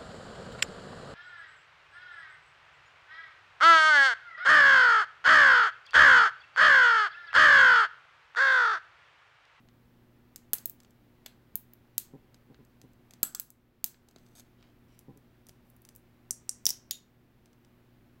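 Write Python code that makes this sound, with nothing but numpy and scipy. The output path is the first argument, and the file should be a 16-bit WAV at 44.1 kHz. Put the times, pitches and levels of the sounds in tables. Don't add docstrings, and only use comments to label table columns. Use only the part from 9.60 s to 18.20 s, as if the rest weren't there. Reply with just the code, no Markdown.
import sys
import numpy as np
from scipy import signal
from scipy.fft import rfft, irfft
from scipy.io import wavfile

SR = 44100
rng = np.random.default_rng(int(sys.argv[2]) if len(sys.argv) > 2 else 0)


def wav_out(sig):
    wavfile.write(sys.argv[1], SR, np.round(np.clip(np.atleast_2d(sig).T, -1, 1) * 32767).astype(np.int16))


N = 379260

# frequency in Hz, level in dB rms before waver and background level.
HUM = [(60, -83.5), (120, -68), (240, -69.5), (360, -76)]
# frequency in Hz, relative density in dB.
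AIR_SPECTRUM = [(25, -7.5), (65, -6.5), (90, -7.5), (160, -8.5), (300, -9.5), (420, -16), (600, -19),
                (1000, -23), (2000, -26), (4000, -34), (6300, -41), (9000, -44), (13000, -38), (16000, -35)]
AIR_DB = -64
# start in seconds, depth in dB.
DIPS = [(3.698, -5), (7.22, -2)]
DIP_FALL_S, DIP_HOLD_S, DIP_RECOVER_S = 0.17, 0.29, 0.5
BACKGROUND_DB = .3

# delay in seconds, level in dB.
NEAR_ECHOES = [(.0031, -13.5), (.0046, -21), (.0095, -23), (0.019, -22.5)]
# frequency in Hz, relative level in dB, time to fall 60 dB in seconds.
ROOM_TAIL = [(250, -14.5, .3), (1000, -9.5, 0.45), (2980, -8, 0.21), (6000, -16.5, .3), (8700, -10.5, 0.19),
             (15100, -16, 0.17)]

RANGE_EDGES_HZ = [150, 2400, 4500, 6800, 10000, 13500, 16500]
TOUCH_COLOUR_DB = [-18, -15, -8, -7.5, -7, -11]
TIP_COLOUR_DB = [-18.5, -17.5, -14.5, -14, -12, -13.5]
LATCH_COLOUR_DB = [-20, -19, -6.5, -4.5, 0, -0.5]
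STRESS_OCTAVES = 0.35

# frequency in Hz before grip scatter, relative energy in dB before colouring,
# time to fall 60 dB in seconds at the usual ring time.
WEDGED_MODES = [(640, -4, 0.0067), (1480, -4.5, 0.0061), (1910, -12, 0.0031), (3524, -18.5, 0.0066),
                (4700, -2.5, 0.0024), (6373, -1, 0.011), (7710, 6.5, 0.0033), (8620, -1.5, .007),
                (10800, -2.5, 0.0067), (12100, 10, 0.0046), (12950, -0.5, .005), (14300, 2.5, 0.0051),
                (15765, 2.5, .005)]
FREE_MODES = [(1850, -8.5, 0.0042), (3080, -4, 0.0054), (3670, -3.5, 0.0053), (4880, 0, .005),
              (5840, 3, 0.0072), (6460, -3, 0.0038), (7530, -3, 0.0049), (8400, -7.5, 0.01),
              (10730, -1, 0.0057), (12200, 4, .005), (14600, 4, 0.0056), (15670, 6.5, .005)]
TOOL_LEAVES_S = 5

# start in seconds, level in dB,
# brightness of the treble in dB per octave.
TOUCHES = [(.087, -55, -17), (1.2027, -51, -4.5), (1.2475, -54, -13), (2.7442, -50.5, -8),
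           (2.9446, -52.5, -20.5), (3.2154, -48.5, -5.5), (3.5086, -47, -5.5), (3.5364, -46, -5.5),
           (3.9036, -44, 7.5), (4.3441, -55, -20), (4.4873, -53.5, -3.5), (4.5611, -48, -12),
           (4.7828, -52.5, -6.5), (4.7974, -45, -2.5), (5.027, -54, -16), (5.391, -46.5, 4.5),
           (5.5741, -54.5, 5), (5.868, -50.5, -1), (5.8871, -48, 3), (5.893, -46, -4),
           (6.2508, -47.5, -0.5), (6.2892, -45.5, -2.5), (6.351, -51.5, 6), (6.3611, -42.5, 12.5),
           (7.8582, -56.5, -6)]
# start in seconds,
# length in seconds, ticks per second, middle level in dB, middle brightness in dB per octave.
FIDGETS = [(1.218, 0.23, 10, -60, 1), (3.0, 1.3, 4, -60.5, -0.5), (4.477, .36, 11, -58.5, -6.5),
           (6.069, .15, 20, -55.5, 14), (7.596, 0.54, 4, -61.5, -8)]
# start in
# seconds, level in dB, brightness in dB per octave, stressed frequency in Hz, stress in dB,
# ring time as a multiple of the usual (the click limits how short it gets).
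TIP_SNAPS = [ (.7600, -35, 2, 6500, 5.5, 1), (.9333, -13.5, 0.55, 11020, 11, .8),
             (0.94, -21.5, 3, 15700, 16, .4), (.9833, -38, 2.5, 4750, 9, 1.4),
             (1.0567, -19, 3, 15600, 14.5, .6), (1.0972, -31, 7, 15700, 7, .6),
             (1.6615, -33.5, -.7, 2720, 12.5, 1.5), (1.9555, -19, 2.5, 13800, 16, .42),
             (2.135, -43.5, -1.5, 14300, 19.5, .7), (2.38, -15.5, 5, 3840, 2, .62),
             (3.6306, -11.5, 1.8, 10700, 9, 1.63), (3.7489, -26, 2, 6530, 8, 1.3),
             (3.7980, -22.5, 5, 15500, 3, .9), (4.2422, -16, 5.5, 4620, 1.5, .87)]
# start in seconds, level in dB,
# stressed frequency in Hz, stress in dB, top in Hz, ring time as for the tip.
LATCH_SNAPS = [ (6.7081, -19, 6830, 16, 12800, 1.1), (6.8928, -19.5, 6810, 14.5, 11200, .62),
               (7.0550, -16.5, 6200, 15.5, 17000, .68), (7.0655, -19.5, 3700, 21.5, 16000, .86),
               (7.0654, -11, 5000, 28, 18000, .47), (7.0674, -18, 4400, 11, 16000, .76),
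               (7.0907, -21, 5100, 12, 18000, .93), (7.0958, -26, 5200, 12.5, 18000, .9),
               (7.1044, -19, 5700, 15.5, 18000, 1), (7.3101, -20, 3900, 18.5, 18000, .61)]

HARD_DB, JOLT_DB, JOLT_SLOPE = -13, -36, 1.8
# start in seconds, level in dB.
BUMPS = [(4.562, -44.5), (5.892, -46.5)]
# frequency in Hz,
# relative energy in dB, time to fall 60 dB in seconds.
HAND_MODES = [(84.6, -6, 0.045), (165, -1.5, 0.024), (264, -0.5, 0.026), (383, -1.5, .012),
              (680, -4.5, 0.02)]
SHAFT_MODES = [(1025, -12.5, 0.043), (1327, -5.5, .09), (1600, -11, .06), (3430, -10, 0.095),
               (7600, 2, 0.1), (7940, 0.5, 0.16), (7940, -4, .15)]
LATCH_MODES = [(3330, -8.5, .1), (3700, -3, 0.2), (4307, -10, 0.2), (6770, 2, 0.11), (7370, -6.5, .12)]
# start in seconds, level in dB.
SHAFT_RINGS = [(3.631, -25), (3.7474, -34), (3.798, -57)]
LATCH_RINGS = [(7.0662, -35.5), (7.3087, -28.5)]
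RATTLE_HZ = 312

# start in seconds, length in seconds, level in dB,
# brightness of the treble in dB per octave.
SCRAPES = [(1.657, 0.014, -55, -12), (4.588, 0.16, -78.5, -4), (4.749, 0.056, -59.5, -3),
           (4.985, .12, -73, -19.5), (5.281, 0.13, -77, -10), (6.051, 0.11, -82, 9),
           (6.352, 0.028, -76.5, 3), (7.077, 0.011, -43, 1)]

# start in seconds, length in seconds, level in dB.
SKIDS = [(2.537, 0.028, -46.5), (2.901, 0.027, -54), (2.99, 0.024, -55.5), (3.24, 0.021, -53.5),
         (5.483, 0.034, -49), (5.561, 0.023, -58)]
# frequency in Hz, relative energy in dB,
# time to fall 60 dB in seconds.
SKID_MODES = [(155.8, 3.5, 0.047), (266, 8, 0.017), (374, -0.5, 0.0045), (563, -7, 0.044), (759, -11, .07),
              (1010, -16, 0.061)]
SKID_HZ = 135.2

TOP_HZ = 15750


def undb(db):
    return 10 ** (np.asarray(db) / 20)


def unit(x):
    return x / np.sqrt(np.sum(x ** 2))


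def fade(t, t60):
    return np.exp(-np.log(1000) * t / t60)


def add(track, s, x):
    i = int(s * SR)
    track[..., i:i + x.shape[-1]] += x[..., :N - i]


def along(freqs, points_hz, values):
    return np.interp(np.log(freqs + 1), np.log(points_hz), values)


def dips(t):
    corners = np.cumsum([0, DIP_FALL_S, DIP_HOLD_S, DIP_RECOVER_S])
    return BACKGROUND_DB + sum(np.interp(t - s, corners, [0, db, db, 0]) for s, db in DIPS)


def background(waver=0.054):
    t = np.arange(N) / SR
    freqs = np.fft.rfftfreq(N, 1 / SR)
    spectrum = rfft(rng.standard_normal(N)) * undb(along(freqs, *np.transpose(AIR_SPECTRUM)))
    out = unit(irfft(spectrum, N)) * np.sqrt(N) * undb(AIR_DB)
    knots = t[::SR // 6]
    for hz, db in HUM:
        size = 1 + waver * np.interp(t, knots, rng.standard_normal(len(knots)))
        out += np.sqrt(2) * undb(db) * size * np.sin(2 * np.pi * (hz * t + rng.random()))
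    return out * undb(dips(t))


def room(straight, all_round, build_s=0.0053, scatter_s=0.0074, count=20):
    t = np.arange(SR // 2) / SR
    freqs = np.fft.rfftfreq(len(t), 1 / SR)
    noise = rfft(rng.standard_normal(len(t)))
    points_hz, dbs, t60s = np.transpose(ROOM_TAIL)
    edges = np.geomspace(50, SR / 2, count)
    response = np.zeros(len(t))
    for lo, hi in zip(edges, edges[1:]):
        centre = np.sqrt(lo * hi)
        envelope = unit(fade(t, along(centre, points_hz, t60s)) * (1 - np.exp(-t / build_s)))
        band = irfft(noise * (freqs >= lo) * (freqs < hi), len(t))
        response += undb(along(centre, points_hz, dbs)) * envelope * band
    short = t[:SR // 100]
    for delay, db in NEAR_ECHOES:
        smear = unit(rng.standard_normal(len(short)) * fade(short, scatter_s))
        add(response, delay, undb(db) * smear)
    return straight + signal.fftconvolve(all_round, response)[:N]


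def colour(shared_db=TOUCH_COLOUR_DB, brightness=0, stressed_hz=SR, stress_db=0, top_hz=SR, flat_below_hz=1):
    centres = np.convolve(RANGE_EDGES_HZ, [.5, .5], "valid")
    tilt = brightness * np.log2(np.maximum(centres, flat_below_hz))
    stress = stress_db * np.exp(-.5 * (np.log2(centres / stressed_hz) / STRESS_OCTAVES) ** 2)
    top = -10 * np.log10(1 + (centres / top_hz) ** 12)
    db = np.array(shared_db) + tilt + stress + top
    return db - 10 * np.log10(np.sum(undb(db) ** 2))


def touch_colour(brightness):
    return colour(TOUCH_COLOUR_DB, brightness, flat_below_hz=3000)


def coloured(x, range_db, size=8192):
    spectrum = rfft(x, size)
    freqs = np.fft.rfftfreq(size, 1 / SR)
    edges = np.array(RANGE_EDGES_HZ)
    centres = (edges[1:] + edges[:-1]) / 2
    wanted = undb(range_db) ** 2 * SR / 1000
    log_gain = 0
    for _ in range(2):
        power = np.abs(spectrum * np.exp(log_gain)) ** 2
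        energy = np.histogram(freqs, edges, weights=power)[0] * 2 / size
        log_gain = log_gain + np.interp(freqs, centres, np.log(wanted / energy) / 2)
    cepstrum = irfft(log_gain)[:size // 2]
    cepstrum[1:] *= 2
    return irfft(spectrum * np.exp(rfft(cepstrum, size)))


def ring(modes, t, damping=1, spread=0., in_phase=False):
    hz, db, t60 = np.transpose(modes)[:, :, None]
    hz = hz * (1 + spread * rng.standard_normal(hz.shape))
    phase = 0 if in_phase else rng.uniform(0, 2 * np.pi, hz.shape)
    size = undb(db) * 2 / np.sqrt(t60 * SR / np.log(1000))
    return np.sum(size * np.cos(2 * np.pi * hz * t + phase) * fade(t * damping, t60), axis=0)


def click(s, range_db, hold=1, crack_db=2, crack_t60=0.017, rise_s=0.00027, all_round_db=4):
    t = np.arange(SR // 16) / SR
    modes = WEDGED_MODES if s < TOOL_LEAVES_S else FREE_MODES
    grip_spread = .02
    damping = min(1 / hold, 1.3)
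    crack = undb(crack_db) * unit(rng.standard_normal(len(t)) * fade(t, crack_t60 * hold))
    straight = (crack + ring(modes, t, damping, grip_spread)) * (1 - np.exp(-t / rise_s))
    all_round = ring(modes, t, damping, grip_spread, in_phase=True) + undb(all_round_db) * (t == 0)
    return np.array([coloured(straight, range_db), coloured(all_round, range_db)])


def picking(scatter_db=2):
    out = np.zeros((2, N))
    for s, db, brightness in TOUCHES:
        add(out, s, click(s, db + touch_colour(brightness), hold=0.72))
    for s, db, brightness, hz, stress_db, hold in TIP_SNAPS:
        range_db = db + colour(TIP_COLOUR_DB, brightness, hz, stress_db)
        add(out, s, click(s, range_db, max(hold, .3)))
    for start, length, rate, db, brightness in FIDGETS:
        for s in start + length * rng.random(round(rate * length)):
            louder, brighter = scatter_db * rng.standard_normal(2)
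            add(out, s, click(s, db + louder + touch_colour(brightness + brighter)))
    for s, db, hz, stress_db, top_hz, hold in LATCH_SNAPS:
        range_db = db + colour(LATCH_COLOUR_DB, 0, hz, stress_db, top_hz)
        add(out, s, click(s, range_db, max(hold, .3)))
    return out


def jolts():
    rows = []
    for s, db, *_, hold in TIP_SNAPS + LATCH_SNAPS:
        longer_db = 10 * np.log10(max(hold, .3))
        rows.append((s, JOLT_DB + JOLT_SLOPE * (db - HARD_DB) + longer_db))
    return rows


def struck(modes, blows, rise_s=0.00011, rattles=False):
    out = np.zeros(N)
    t = np.arange(SR // 3) / SR
    for s, db in blows:
        sound = ring(modes, t) * (1 - np.exp(-t / rise_s))
        if rattles:
            sound = sound * np.interp(t * RATTLE_HZ, np.arange(len(t)), rng.standard_normal(len(t)))
        add(out, s, undb(db) * np.sqrt(SR / 1000) * unit(sound))
    return out


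def scraping(slips_per_s=800, scatter_db=4):
    out = np.zeros((2, N))
    for s, length, db, brightness in SCRAPES:
        count = int(length * slips_per_s) + 2
        slips = np.zeros((1, int(length * SR)))
        places = rng.integers(0, slips.size, count)
        slips[0, places] = undb(scatter_db * rng.standard_normal(count))
        sound = signal.fftconvolve(slips, click(s, touch_colour(brightness)))
        add(out, s, unit(sound) * np.sqrt(2 * slips.size) * undb(db))
    return out


def skidding(jitter=0.064, weakening_s=0.053):
    out = np.zeros(N)
    t = np.arange(SR // 8) / SR
    thump = ring(SKID_MODES, t) * (1 - np.exp(-t / 0.00079))
    for s, length, db in SKIDS:
        slips = np.zeros(len(t))
        times = np.arange(0, length, 1 / SKID_HZ)
        times = np.abs(times + jitter / SKID_HZ * rng.standard_normal(len(times)))
        slips[(times * SR).astype(int)] = np.exp(-times / weakening_s)
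        sound = unit(signal.fftconvolve(slips, thump))
        add(out, s, sound * np.sqrt(length * SR) * undb(db))
    return out


def scene():
    hand = struck(HAND_MODES, jolts() + BUMPS)
    shaft = struck(SHAFT_MODES, SHAFT_RINGS, rattles=True)
    latch = struck(LATCH_MODES, LATCH_RINGS, rattles=True)
    straight, all_round = picking() + hand + scraping() + skidding() + shaft + latch
    return (room(straight, all_round) + background())[None]


def record(dry):
    return signal.sosfilt(signal.ellip(8, .2, 70, TOP_HZ, fs=SR, output="sos"), dry)


dry = scene()
out = record(dry)
wav_out(out)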